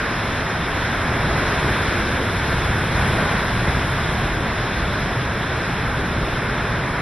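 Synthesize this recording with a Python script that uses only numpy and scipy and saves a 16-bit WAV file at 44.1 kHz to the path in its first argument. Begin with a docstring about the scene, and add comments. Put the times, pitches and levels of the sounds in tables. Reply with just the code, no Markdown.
"""An open car park, heard from under shelter while a storm sweeps across it.
Wind is filtered Gaussian noise in three layers: bass buffeting of the microphone, a low moan and a roar of far air.
Rain on the asphalt and fine spray are dense trains of random impulses, heard as a hiss with a sizzle on top.
Every layer but the smooth moan swells in patches of frequency; the rain and spray ease in the later part.
The stereo width varies with frequency: some treble bands are in phase, others in opposition."""
import sys
import numpy as np
from scipy import signal
from scipy.fft import rfft, irfft, next_fast_len
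from scipy.io import wavfile

SR = 44100
rng = np.random.default_rng(int(sys.argv[2]) if len(sys.argv) > 2 else 0)


def put_to_file(sound):
    """Save the sound as 16-bit audio at rate SR, in the file named by the first command-line argument."""
    columns = np.atleast_2d(sound).T  # one column per channel
    safe = np.clip(columns, -1, 1)
    whole_steps = np.round(safe * 32767)
    wavfile.write(sys.argv[1], SR, whole_steps.astype(np.int16))


N = 309141  # length [samples]
SIZE = next_fast_len(N)  # transform length [samples]
HZ = np.maximum(np.arange(SIZE // 2 + 1) * SR / SIZE, 1)  # frequency of each spectral bin [Hz]

# Edges between neighbouring layers, from the bass up [Hz]
LOWEST_HZ, BUFFET_TOP_HZ, MOAN_TOP_HZ = 12, 200, 650
WIND_TOP_HZ, RAIN_TOP_HZ, SPRAY_TOP_HZ = 2500, 7400, 12500
CUTOFF_HZ = 12020  # edge of the final low-pass

# Spectral colour of wind, rain and spray: (frequency [Hz], relative density [dB per Hz])
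WIND_COLOUR = [(12, -19), (22, -8), (30, -11), (40, -4), (65, -1), (90, -2), (120, 0), (160, -3), (190, -5),
               (230, -6), (290, -9), (370, -8.5), (500, -11), (650, -10.5), (800, -13), (1000, -11.5),
               (1250, -13.5), (1550, -10.5)]
RAIN_COLOUR = [(1900, -15), (2400, -18.5), (2950, -22), (3550, -19), (4200, -25.5), (5000, -26),
               (6000, -29), (6700, -35)]
SPRAY_COLOUR = [(7150, -38.5), (7400, -44), (7700, -39), (7950, -40.5), (8120, -46), (8350, -41.5),
                (8600, -41.5), (8950, -40), (9400, -40.5), (10100, -37), (10600, -38.5), (11100, -37),
                (11500, -39.5), (11900, -51)]

# Stereo width of wind, rain and spray; above 0 dB the channels move in opposition:
# (frequency [Hz], difference level minus sum level of the channels [dB])
WIND_STEREO = [(100, -75), (170, -62), (240, -41), (300, -21.5), (520, -15), (850, -11.5), (1400, -17.5),
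               (2150, -6.5), (2550, -10.5), (2680, -55), (2850, -34), (2950, -75)]
RAIN_STEREO = [(4100, -75), (4230, -5.5), (4450, 11), (4550, 25), (4640, 32), (4780, 6), (5000, -11),
               (5140, -25), (5280, -22), (5420, -8), (5600, 6), (6000, 2.5), (6300, 21.5), (6500, 43),
               (6800, 40), (6900, 12)]
SPRAY_STEREO = [(7150, 7), (7400, 2), (7600, 5), (7850, 6), (8100, -3), (8400, -0.5), (8650, -4),
                (8950, -4), (9300, 7), (9800, -8), (10150, -13), (10450, -28), (10900, -27), (11100, -17),
                (11650, -14), (11800, -22), (11950, -40)]

# Part of the channel difference that follows the sum; a share in step above 0 is louder on the left:
# (frequency [Hz], share in step [ratio], share turned a quarter cycle [ratio])
SUM_TO_DIFFERENCE = [(300, 0.01, 0.089), (650, 0.028, -0.18), (1000, -0.2, -.05), (1600, 0, -.2),
                     (2000, -.2, -.06), (2400, -.05, .15), (4300, .1, .25), (4900, -.15, -.22),
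                     (5700, -.2, .25), (6100, -.25, -.08), (7000, 0, .12), (7700, -.08, .18),
                     (8300, -.05, -.07), (9500, .15, .1), (11200, .03, -.07)]

# Gusts of wind, near and far: (time [s], buffeting level [dB], roar level [dB])
GUST_LEVELS = [(0, -29.5, -24), (0.3, -27.5, -25.5), (0.6, -26.5, -25), (0.85, -27.5, -24.0),
               (1.1, -25.5, -23.5), (1.3, -23, -23.0), (1.5, -25.5, -22.5), (1.7, -23, -22.0),
               (1.9, -23, -23), (2.05, -23.5, -24), (2.25, -24.5, -25.0), (2.45, -23.5, -24.5),
               (2.65, -22, -23.5), (2.88, -24, -24.5), (3.0, -21, -22), (3.15, -22.0, -22.5),
               (3.32, -23.5, -21.5), (3.47, -24.5, -24), (3.7, -22.5, -24), (3.9, -23.5, -24.5),
               (4.15, -22, -24.5), (4.4, -24.5, -25.5), (4.65, -25, -25.0), (4.95, -24.5, -25.5),
               (5.3, -25, -26), (5.65, -25.5, -25), (6.0, -24, -25.5), (6.3, -25, -26.0),
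               (6.65, -24.5, -25), (7.0, -27, -25)]
# Low part of the far wind, swelling on its own: (time [s], level [dB])
MOAN_LEVEL = [(0, -29.5), (0.3, -29), (0.6, -30), (0.85, -28.5), (1.1, -27.5), (1.3, -25.5), (1.5, -25.5),
              (1.7, -25.5), (1.9, -26.5), (2.05, -27), (2.25, -27.5), (2.45, -28.0), (2.65, -27.5),
              (2.88, -28), (3.0, -27.5), (3.15, -24.5), (3.32, -26), (3.47, -28.0), (3.7, -27.5),
              (3.9, -28.5), (4.15, -29.0), (4.4, -28.5), (4.65, -28.5), (4.95, -28.5), (5.3, -29.0),
              (5.65, -28.5), (6.0, -29), (6.3, -28), (6.65, -28), (7.0, -30)]
# Spectral tilt of the wind, added at a layer's low edge and taken from its high edge:
# (time [s], buffeting lean [dB], roar lean [dB])
WIND_LEANS = [(0, 3.5, -1.5), (.5, 0.5, -1), (1.0, 1, -1.5), (1.4, 2, -0.5), (1.8, 3, -2.5),
              (2.4, 3.5, -1.5), (3.0, -0.5, -1), (3.6, 0, -1), (4.3, 1, -1), (5.0, 1.5, -1),
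              (5.6, 0.5, -0.5), (6.3, 2.5, -1), (7.01, -0.5, -1)]
# Rain, driven harder in the gusts and easing later: (time [s], level [dB])
RAIN_LEVELS = [(0, -34.5), (0.3, -34.0), (0.6, -35.0), (0.85, -33), (1.1, -34.5), (1.3, -33), (1.5, -31.5),
               (1.7, -32.5), (1.9, -31.5), (2.05, -33.0), (2.25, -34), (2.45, -32.5), (2.65, -33),
               (2.88, -33.5), (3.0, -31.5), (3.15, -32), (3.32, -32.5), (3.47, -33.0), (3.7, -33.0),
               (3.9, -34), (4.15, -33.5), (4.4, -35.5), (4.65, -34.5), (4.95, -34.5), (5.3, -36),
               (5.65, -35.0), (6.0, -36.0), (6.3, -35.5), (6.65, -36), (7.0, -37)]
# Spray blown past in sheets: (time [s], level [dB])
SPRAY_LEVELS = [(0, -51), (0.3, -48.5), (0.6, -49.5), (0.85, -48.5), (1.1, -47.5), (1.3, -47.5), (1.5, -46),
                (1.7, -44.5), (1.9, -46), (2.05, -46.5), (2.25, -47), (2.45, -46), (2.65, -46.0),
                (2.88, -46), (3.0, -44), (3.15, -43.5), (3.32, -46.0), (3.47, -47), (3.7, -46.5),
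                (3.9, -46), (4.15, -47.5), (4.4, -49.5), (4.65, -50.5), (4.95, -49), (5.3, -51.0),
                (5.65, -50), (6.0, -50.5), (6.3, -50.5), (6.65, -51.5), (7.0, -51.5)]


def buffeting(level_db, lean_db):
    """Turbulent pressure: eddies push on the microphone in lumps, a bass noise of unsteady colour."""
    eddies = noise_pair()
    lumps = patchy(eddies, LOWEST_HZ, BUFFET_TOP_HZ, count=4, patchy_db=0.5, rate_hz=7.1,
                   shared=0.52, lean_db=lean_db)
    return from_db(level_db) * lumps


def roar(level_db, lean_db):
    """Aerodynamic noise: far air tearing past trees and poles radiates a broad band."""
    far_air = noise_pair()
    rush = patchy(far_air, MOAN_TOP_HZ, WIND_TOP_HZ, count=5, patchy_db=0.55, rate_hz=12.0,
                  shared=0.22, lean_db=lean_db)
    return from_db(level_db) * rush


def moan(level_db):
    """Aerodynamic noise, low part: the far wind is a smooth band with almost no patchiness."""
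    deep_air = noise_pair()
    smooth = patchy(deep_air, BUFFET_TOP_HZ, MOAN_TOP_HZ, count=3, patchy_db=0.02, rate_hz=5.9, shared=0.33)
    return from_db(level_db) * smooth


def rain(level_db):
    """Superposition of impacts: so many drops land at once that they blur to a hiss."""
    impacts = pair(drops(15000, spread_db=1.0))
    hiss = patchy(impacts, WIND_TOP_HZ, RAIN_TOP_HZ, count=6, patchy_db=0.97, rate_hz=14.6, shared=0.11)
    return from_db(level_db) * hiss


def spray(level_db):
    """Superposition of fine impacts: a sizzle above the rain whose bands flicker faster."""
    mist = pair(drops(15000, spread_db=-1.5))  # negative spread: the uneven drops are smaller
    sizzle = patchy(mist, RAIN_TOP_HZ, SPRAY_TOP_HZ, count=5, patchy_db=1.3, rate_hz=23.0, shared=0.1)
    return from_db(level_db) * sizzle


def drops(per_s, spread_db):
    """Shot noise: two trains of impulses at random moments, of random sign and uneven size."""
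    unevenness = np.minimum(rng.exponential(1, (2, SIZE)), 5)
    sizes = from_db(spread_db * unevenness)
    signs = rng.choice([-1, 1], (2, SIZE))
    landed = rng.random((2, SIZE)) < per_s / SR
    return sizes * signs * landed


def noise_pair():
    """Random excitation: two independent Gaussian noises, coloured and spread over two channels."""
    return pair(rng.standard_normal((2, SIZE)))


def pair(excite):
    """Sum-and-difference stereo: left and right spectra, whose difference partly follows their sum."""
    first, second = rfft(excite)
    hz, in_step, turned = np.transpose(SUM_TO_DIFFERENCE)
    kin = np.interp(HZ, hz, in_step) + 1j * np.interp(HZ, hz, turned)
    independent = np.sqrt(np.clip(1 - abs(kin) ** 2, 0, 1))  # keeps the power of the difference
    width_db = along_hz(WIND_STEREO + RAIN_STEREO + SPRAY_STEREO)
    angle = np.arctan(from_db(width_db))
    middle = np.cos(angle) * first
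    side = np.sin(angle) * (kin * first + independent * second)
    colour_db = along_hz(WIND_COLOUR + RAIN_COLOUR + SPRAY_COLOUR)
    return from_db(colour_db) * (middle + side * [[1], [-1]])


def patchy(spectra, low_hz, high_hz, count, patchy_db, rate_hz, shared, lean_db=0):
    """Band-wise modulation: overlapping bands swell partly together, partly alone; the whole has rms 1."""
    spectra = spectra * np.sqrt(above(low_hz) - above(high_hz))
    place = count * np.log(HZ / low_hz) / np.log(high_hz / low_hz)
    place = np.clip(place, 0, count)
    layer = 0
    together = drift(rate_hz / 2)
    for k in range(count + 1):
        window = np.clip(1 - abs(place - k), 0, 1)
        tilt_db = lean_db * (1 - 2 * k / count)
        swell_db = patchy_db * (shared * together + drift(rate_hz)) + tilt_db
        band = irfft(spectra * window, SIZE)[:, :N]
        layer = layer + from_db(swell_db) * band
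    return rms_one(layer)


def drift(rate_hz):
    """Low-passed chance: noise at every 40th sample through two equal one-pole filters, rms 1."""
    pole = np.exp(-2 * np.pi * rate_hz * 40 / SR)
    white = rng.standard_normal(N // 40 + 2002)
    slow = signal.lfilter([1], [1, -2 * pole, pole * pole], white)
    slow = rms_one(slow[2000:])  # drop the filter's start
    return np.interp(np.arange(N) / 40, np.arange(len(slow)), slow)


def above(edge_hz):
    """Power crossover: a share that rises from 0 to 1 over a third of an octave around an edge."""
    return np.clip(.5 + 3 * np.log2(HZ / edge_hz), 0, 1)


def along_hz(points):
    """Logarithmic pitch axis: a (frequency, value) table read at every bin, straight between points."""
    hz, value = np.transpose(points)
    return np.interp(np.log(HZ), np.log(hz), value)


def in_time(rows):
    """Linear interpolation: the columns of a time table, one value per sample."""
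    s, *columns = np.transpose(rows)
    return [np.interp(np.arange(N) / SR, s, c) for c in columns]


def from_db(db):
    """Logarithmic level: decibels to amplitude gain."""
    return 10 ** (np.asarray(db) / 20)


def rms_one(x):
    """Power normalisation: scale to unit rms."""
    return x / np.sqrt(np.mean(x ** 2) + 1e-20)


def scene():
    """Superposition of sources: wind in three layers, then rain and spray, each at its own level."""
    buffet_db, roar_db = in_time(GUST_LEVELS)
    buffet_lean_db, roar_lean_db = in_time(WIND_LEANS)
    moan_db, = in_time(MOAN_LEVEL)
    rain_db, = in_time(RAIN_LEVELS)
    spray_db, = in_time(SPRAY_LEVELS)
    wind = buffeting(buffet_db, buffet_lean_db) + roar(roar_db, roar_lean_db) + moan(moan_db)
    return wind + rain(rain_db) + spray(spray_db)


def record(dry):
    """Band limitation: a steep elliptic low-pass cuts the top."""
    # order 12, 0.5 dB ripple in the pass band, 70 dB down in the stop band
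    low_pass = signal.ellip(12, .5, 70, CUTOFF_HZ, fs=SR, output="sos")
    return signal.sosfilt(low_pass, dry)


dry = scene()
out = record(dry)
put_to_file(out)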